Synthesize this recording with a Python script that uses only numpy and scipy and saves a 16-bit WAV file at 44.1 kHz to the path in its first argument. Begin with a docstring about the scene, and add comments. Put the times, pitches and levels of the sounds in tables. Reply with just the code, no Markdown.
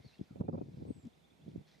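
"""Dull thumps, a low flutter of feathers and pattering soil: a ground bird dust-bathes close by.
Wing and body beats shove the air, shaken feathers churn it, flung dry soil lands as grains.
Small birds whistle far off in light wind, with a raspy high hiss around their opening calls.
A limiter dips the level on the hardest beats and recovers slowly."""
import sys
import numpy as np
from scipy import signal
from scipy.fft import rfft, irfft
from scipy.io import wavfile

SR = 44100
rng = np.random.default_rng(int(sys.argv[2]) if len(sys.argv) > 2 else 0)


def waveform_to_disk(signal):
    """Save audio, clipped to [-1, 1], as 16-bit WAV at the path in sys.argv[1]."""
    frames = np.transpose(np.atleast_2d(signal))
    scaled = np.clip(frames, -1, 1) * 32767
    samples = np.round(scaled).astype(np.int16)
    wavfile.write(sys.argv[1], SR, samples)


N = 79380
T = np.arange(N) / SR
HZ = np.fft.rfftfreq(N, 1 / SR)
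FLICKER_HZ, FEATHER_RISE_S = 57.7, .0069

# feather noise between the channels: f/Hz, L-R correlation
FEATHER_CORRELATION = [(60, 1), (150, 0.74), (300, 0.21), (600, -0.45), (1400, -0.86)]


def amp(db):
    """dB to gain."""
    return 10 ** (np.asarray(db) / 20)


def unit_rms(x):
    """Scale to rms 1."""
    return x / np.sqrt(np.mean(x ** 2) + 1e-20)


def curve(points):
    """Rows of (f/Hz, value) interpolated to every FFT bin over log f."""
    f, value = np.transpose(points)
    return np.interp(np.log(HZ + 1), np.log(f + 1), value)


def pan(pan_db):
    """Left and right gains; positive is left."""
    return amp(np.array([[.5], [-.5]]) * pan_db)


def drift(rate_hz):
    """Smooth random wander, rms 1."""
    return unit_rms(irfft(rfft(rng.standard_normal(N)) * np.exp(-(HZ / rate_hz) ** 2) * (HZ > 0), N))


def noise(spectrum, correlation, pan_db):
    """Coloured stereo noise, rms 1."""
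    left, other = rfft(rng.standard_normal((2, N)))
    c = np.clip(curve(correlation), -1, 1)
    right = c * left + np.sqrt(1 - c ** 2) * other
    return unit_rms(irfft(np.array([left, right]) * amp(curve(spectrum)) * pan(pan_db), N))


def gate(start_s, length_s, rise_s, fall_s):
    """Envelope with quarter-sine edges."""
    ramp = np.minimum((T - start_s) / rise_s, (start_s + length_s - T) / fall_s)
    return np.sin(np.pi / 2 * np.clip(ramp, 0, 1))


def bouts(rows, rise_s, fall_s):
    """Envelope of rows (t/s, length/s, level/dB), summed in power."""
    return np.sqrt(sum((amp(db) * gate(t, length, rise_s, fall_s)) ** 2 for t, length, db in rows))


def tone(hz, warble=0):
    """Sine with a fractional pitch deviation."""
    return np.sin(2 * np.pi * np.cumsum(hz * (1 + warble)) / SR)


def air():
    """Light wind and faint, steady outdoor hiss."""
    # wind and hiss spectrum: f/Hz, relative density/dB
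    spectrum = [(22, -36), (66, -1), (115, -5), (152, 6), (200, 0), (333, -4.5), (781, -8), (1130, -16.5),
                (1690, -18), (2330, -16), (2970, -21.5), (3480, -17), (4540, -24.5), (6090, -25.5),
                (14700, -36)]
    # stereo likeness: f/Hz, L-R correlation
    correlation = [(60, .2), (130, 0.36), (600, -0.14), (1370, -0.14), (3000, 0.12), (6500, 0.64),
                   (14000, 0.51)]
    # stereo balance: f/Hz, L-R/dB
    balance = [(60, 0.5), (700, -4.5), (4000, -4.5), (8000, 1.5)]
    return amp(-67.5) * noise(spectrum, correlation, curve(balance))


def soil_and_rasp(grains_per_s=6000, spread_db=2, width=.22, clump_db=1.5, clump_hz=150):
    """Grainy swells: sprays of soil landing in clumps, and a raspy hiss around the opening calls."""
    # first row raspy high hiss, the others sprays of soil: t/s, length/s, level/dB
    swells = [(.03, .17, -75), (-.1, 0.5, -77), (.45, 0.7, -80.5), (1.04, 0.045, -80), (1.42, 0.22, -80),
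              (1.655, .13, -74), (1.69, .2, -76)]
    # grain spectrum: f/Hz, relative density/dB
    spectrum = [(500, -22), (1400, -2), (2200, 2.5), (2900, -5.5), (3800, 3), (5500, -1.5), (7500, -18.5),
                (14000, -24)]
    size = amp(spread_db * np.minimum(rng.exponential(1, (2, N)), 4))
    mid, side = size * rng.standard_normal((2, N)) * (rng.random((2, N)) < grains_per_s / SR)
    grains = irfft(rfft([mid + width * side, mid - width * side]) * amp(curve(spectrum)), N)
    clumps = unit_rms(grains * amp(clump_db * drift(clump_hz)))
    power = sum((amp(db) * gate(t, length, .25 * length, .75 * length)) ** 2 for t, length, db in swells)
    return clumps * np.sqrt(power)


def flutter(flicker_db=2):
    """Shaken feathers churn the air in uneven low puffs."""
    # feather shuffles: t/s, length/s, level/dB
    shuffles = [(-.02, 0.033, -45), (.043, 0.026, -49.5), (.187, 0.058, -50.5), (.303, 0.043, -52),
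                (.345, 0.1, -51), (.392, 0.095, -41), (.478, 0.058, -41), (.527, 0.086, -40),
                (.625, 0.095, -49.5), (.712, 0.053, -52), (.765, 0.084, -47.5), (.848, 0.086, -46.5),
                (.943, 0.066, -53.5), (1.028, 0.068, -52), (1.316, 0.03, -61), (1.395, 0.12, -60),
                (1.46, 0.07, -52), (1.528, 0.079, -53), (1.59, 0.04, -53)]
    # flutter spectrum: f/Hz, relative density/dB
    spectrum = [(40, -38.5), (70, -6.5), (140, 3), (220, -2.5), (350, -11), (550, -20), (900, -32),
                (2000, -67)]
    churn = noise(spectrum, FEATHER_CORRELATION, pan_db=1)
    puffs = unit_rms(churn * amp(flicker_db * drift(FLICKER_HZ)))
    return puffs * bouts(shuffles, FEATHER_RISE_S, fall_s=.031)


def slurs(warble, bend=.02):
    """Far birds slide from pitch to pitch in slightly arched notes."""
    # slurred notes: t/s, length/s, level/dB, first f/Hz, last f/Hz
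    notes = [(-.02, .10, -75, 1980, 2216), (.034, 0.0466, -66.5, 4560, 4100),
             (.06, 0.065, -69.5, 4300, 3664), (0.135, 0.022, -71, 4250, 4200),
             (0.129, 0.028, -68, 2600, 2700), (.15, .012, -71, 2600, 1300), (0.177, 0.019, -71, 3250, 3000),
             (.254, .016, -74.5, 3100, 1600), (0.274, .07, -75, 1480, 1230),
             (0.442, 0.068, -75, 2294, 2580), (.515, 0.042, -76.5, 5270, 4400),
             (.102, .018, -68.5, 3800, 3700), (0.553, 0.091, -76.5, 2304, 2483),
             (1.741, 0.013, -71, 2100, 1800)]
    out = np.zeros(N)
    for start_s, length_s, db, first_hz, last_hz in notes:
        u = np.clip((T - start_s) / length_s, 0, 1)
        arch = np.sin(np.pi * u)
        hz = (first_hz + (last_hz - first_hz) * u) * (1 + bend * arch)
        out += amp(db) * arch * tone(hz, warble)
    return out


def twitter(count=130, level_db=-81, length_s=.014, low_hz=2020, high_hz=5310, glide=.11):
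    """The farthest birds: faint gliding chirps at random times and pitches."""
    out = np.zeros(N)
    for when, pitch, slope in rng.random((count, 3)):
        u = (T - when * T[-1]) / length_s
        near = abs(u) < .5
        centre_hz = low_hz * (high_hz / low_hz) ** pitch
        hz = centre_hz * (1 + 2 * glide * (2 * slope - 1) * u[near])
        out[near] += amp(level_db) * np.cos(np.pi * u[near]) * tone(hz)
    return out


def thumps(roundness=4, lag_s_per_db=.00012):
    """Each beat shoves the air in one sharp-peaked pulse, with no net flow and no ring."""
    # wing and body beats: t/s, level/dB, f/Hz, L-R/dB
    beats = [(0.05, -48, 251, 3.5), (.063, -45.5, 123, 4.5), (.196, -41, 270, 7.5), (0.2133, -30, 215, 6),
             (0.359, -38, 358, -7.5), (0.4112, -22.3, 180, -5.5), (.4125, -34, 480, -7),
             (.4375, -37, 450, -5), (.451, -40, 420, 3), (.4845, -33.5, 720, -4), (0.4882, -22, 360, -7),
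             (.4952, -25, 350, -9), (0.5335, -32, 200, 5), (0.5415, -29.5, 200, 5), (0.5461, -28, 237, -8),
             (0.5553, -33, 330, -5), (0.5808, -28.5, 270, -4.5), (0.6141, -26, 310, 9),
             (0.6245, -34, 290, -7.5), (0.6865, -41, 273, 5.5), (0.7726, -43.5, 280, -10),
             (0.8248, -35, 270, -9), (0.8525, -40, 353, 8.5), (0.8907, -37, 269, -8),
             (0.9058, -30.5, 280, 7), (0.9098, -29.5, 265, 7.5), (1.4805, -38.5, 288, -9),
             (1.487, -39, 160, 1), (1.56, -31.5, 275, -9), (1.578, -35, 150, 3.5)]
    out = np.zeros((2, N))
    for peak_s, db, hz, pan_db in beats:
        near = abs(T - peak_s) < .03
        # an off-centre beat sounds slightly later in its louder channel, widening the thump
        lag_s = np.array([[.5], [-.5]]) * pan_db * lag_s_per_db
        phase = 2 * np.pi * hz * (T[near] - peak_s - lag_s)
        shove = -((1 - 1j * phase / (roundness + .5)) ** -(roundness + 1)).real
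        out[:, near] += amp(db) * pan(pan_db) * shove
    return out


def swishes(edge_s=.0038):
    """Stiff flight feathers rush through the air."""
    # big wing strokes: t/s, length/s, level/dB
    strokes = [(.356, 0.027, -63.5), (.406, 0.019, -43), (.480, 0.0217, -40), (.526, 0.033, -43),
               (.572, 0.02, -46), (.606, 0.018, -47), (.817, .014, -59), (.85, 0.07, -63.5)]
    # swish spectrum: f/Hz, relative density/dB
    spectrum = [(60, -52), (250, -14.5), (520, 6.5), (850, -7.5), (1200, -12), (1700, -29.5), (4000, -58.5)]
    return noise(spectrum, FEATHER_CORRELATION, pan_db=-2.5) * bouts(strokes, edge_s, edge_s)


def crumbs(edge_s=.0023, top_hz=7500):
    """A few larger crumbs of soil tick as they land."""
    # crumb impacts: t/s, level/dB
    impacts = [(0.408, -64), (1.054, -62.5), (1.07, -63), (1.572, -68)]
    envelope = sum(amp(db) * np.exp(-abs(T - t) / edge_s) for t, db in impacts)
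    return irfft(rfft(envelope * rng.standard_normal(N)) / (1 + (HZ / top_hz) ** 4), N)


def whistle(level_db=-76, fade_db=-5, edge_s=.03):
    """A far bird's thin whistle lifts briefly, then falls and fades."""
    # pitch contour: t/s, f/Hz
    contour = [(.86, 7900), (0.887, 8350), (0.926, 8270), (0.94, 8000), (.968, 7930), (0.986, 7640),
               (1.003, 7650), (1.015, 7310), (1.061, 7200)]
    t, hz = np.transpose(contour)
    length_s = t[-1] - t[0]
    u = np.clip((T - t[0]) / length_s, 0, 1)
    envelope = gate(t[0], length_s, edge_s, edge_s) * amp(level_db + fade_db * u ** 2)
    return envelope * tone(np.interp(T, t, hz))


def thrum(start_s=1.049, length_s=.032, level_db=-42.5, hz=238):
    """A shaken wing vibrates for a few even cycles."""
    envelope = amp(level_db) * gate(start_s, length_s, FEATHER_RISE_S, FEATHER_RISE_S)
    return pan(5) * envelope * tone(hz, warble=.03 * drift(FLICKER_HZ))


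def peeps(warble, length_s=.021, rise=.17):
    """One far bird repeats a short rising note."""
    # peeps: t/s, level/dB, top f/Hz
    notes = [(1.123, -75, 3600), (1.238, -69, 3620), (1.296, -70.5, 3580), (1.413, -71.5, 3520),
             (1.473, -73, 3530), (1.645, -75, 3420), (1.686, -71, 3430)]
    out = np.zeros(N)
    for start_s, db, top_hz in notes:
        u = np.clip((T - start_s) / length_s, 0, 1)
        out += amp(db) * np.sin(np.pi * u) * tone(top_hz * (1 - rise * (1 - u) ** 3), warble)
    return out


def scattered(song, echo_db=-4, t60_s=.4):
    """The surroundings add a diffuse stereo tail to far calls."""
    tail = rng.standard_normal((2, N)) * np.exp(-np.log(1000) * T / t60_s)
    echo = signal.fftconvolve(song[None], tail / np.linalg.norm(tail[0]), axes=1)[:, :N]
    return song + amp(echo_db) * echo


def scene(low_cut_hz=66.4):
    """The bathing bird, its deepest bass cut by the microphone, against the quiet outdoors."""
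    low_cut = signal.butter(4, low_cut_hz, "high", fs=SR, output="sos")
    bird = signal.sosfilt(low_cut, thumps() + thrum() + flutter())
    rustle = swishes() + soil_and_rasp() + crumbs()
    warble = .03 * drift(rate_hz=120)
    song = slurs(warble) + twitter() + whistle() + peeps(warble / 2)
    return bird + rustle + scattered(song) + air()


def record(dry, limit_db=-24.5, attack_s=.003, recover_db_per_s=21.5, top_hz=14900):
    """Limiter with fast attack and slow recovery, then a steep low-pass."""
    over_db = np.maximum(20 * np.log10(abs(dry).max(0) + 1e-9) - limit_db, 0)
    recovery_db = T * recover_db_per_s
    held_db = np.maximum.accumulate(over_db + recovery_db) - recovery_db
    pole = np.exp(-1 / (attack_s * SR))
    ducked = dry * amp(-signal.lfilter([1 - pole], [1, -pole], held_db))
    low_pass = signal.firwin(511, top_hz, window=("kaiser", 9), fs=SR)
    return signal.oaconvolve(ducked, low_pass[None], "same")


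dry = scene()
out = record(dry)
waveform_to_disk(out)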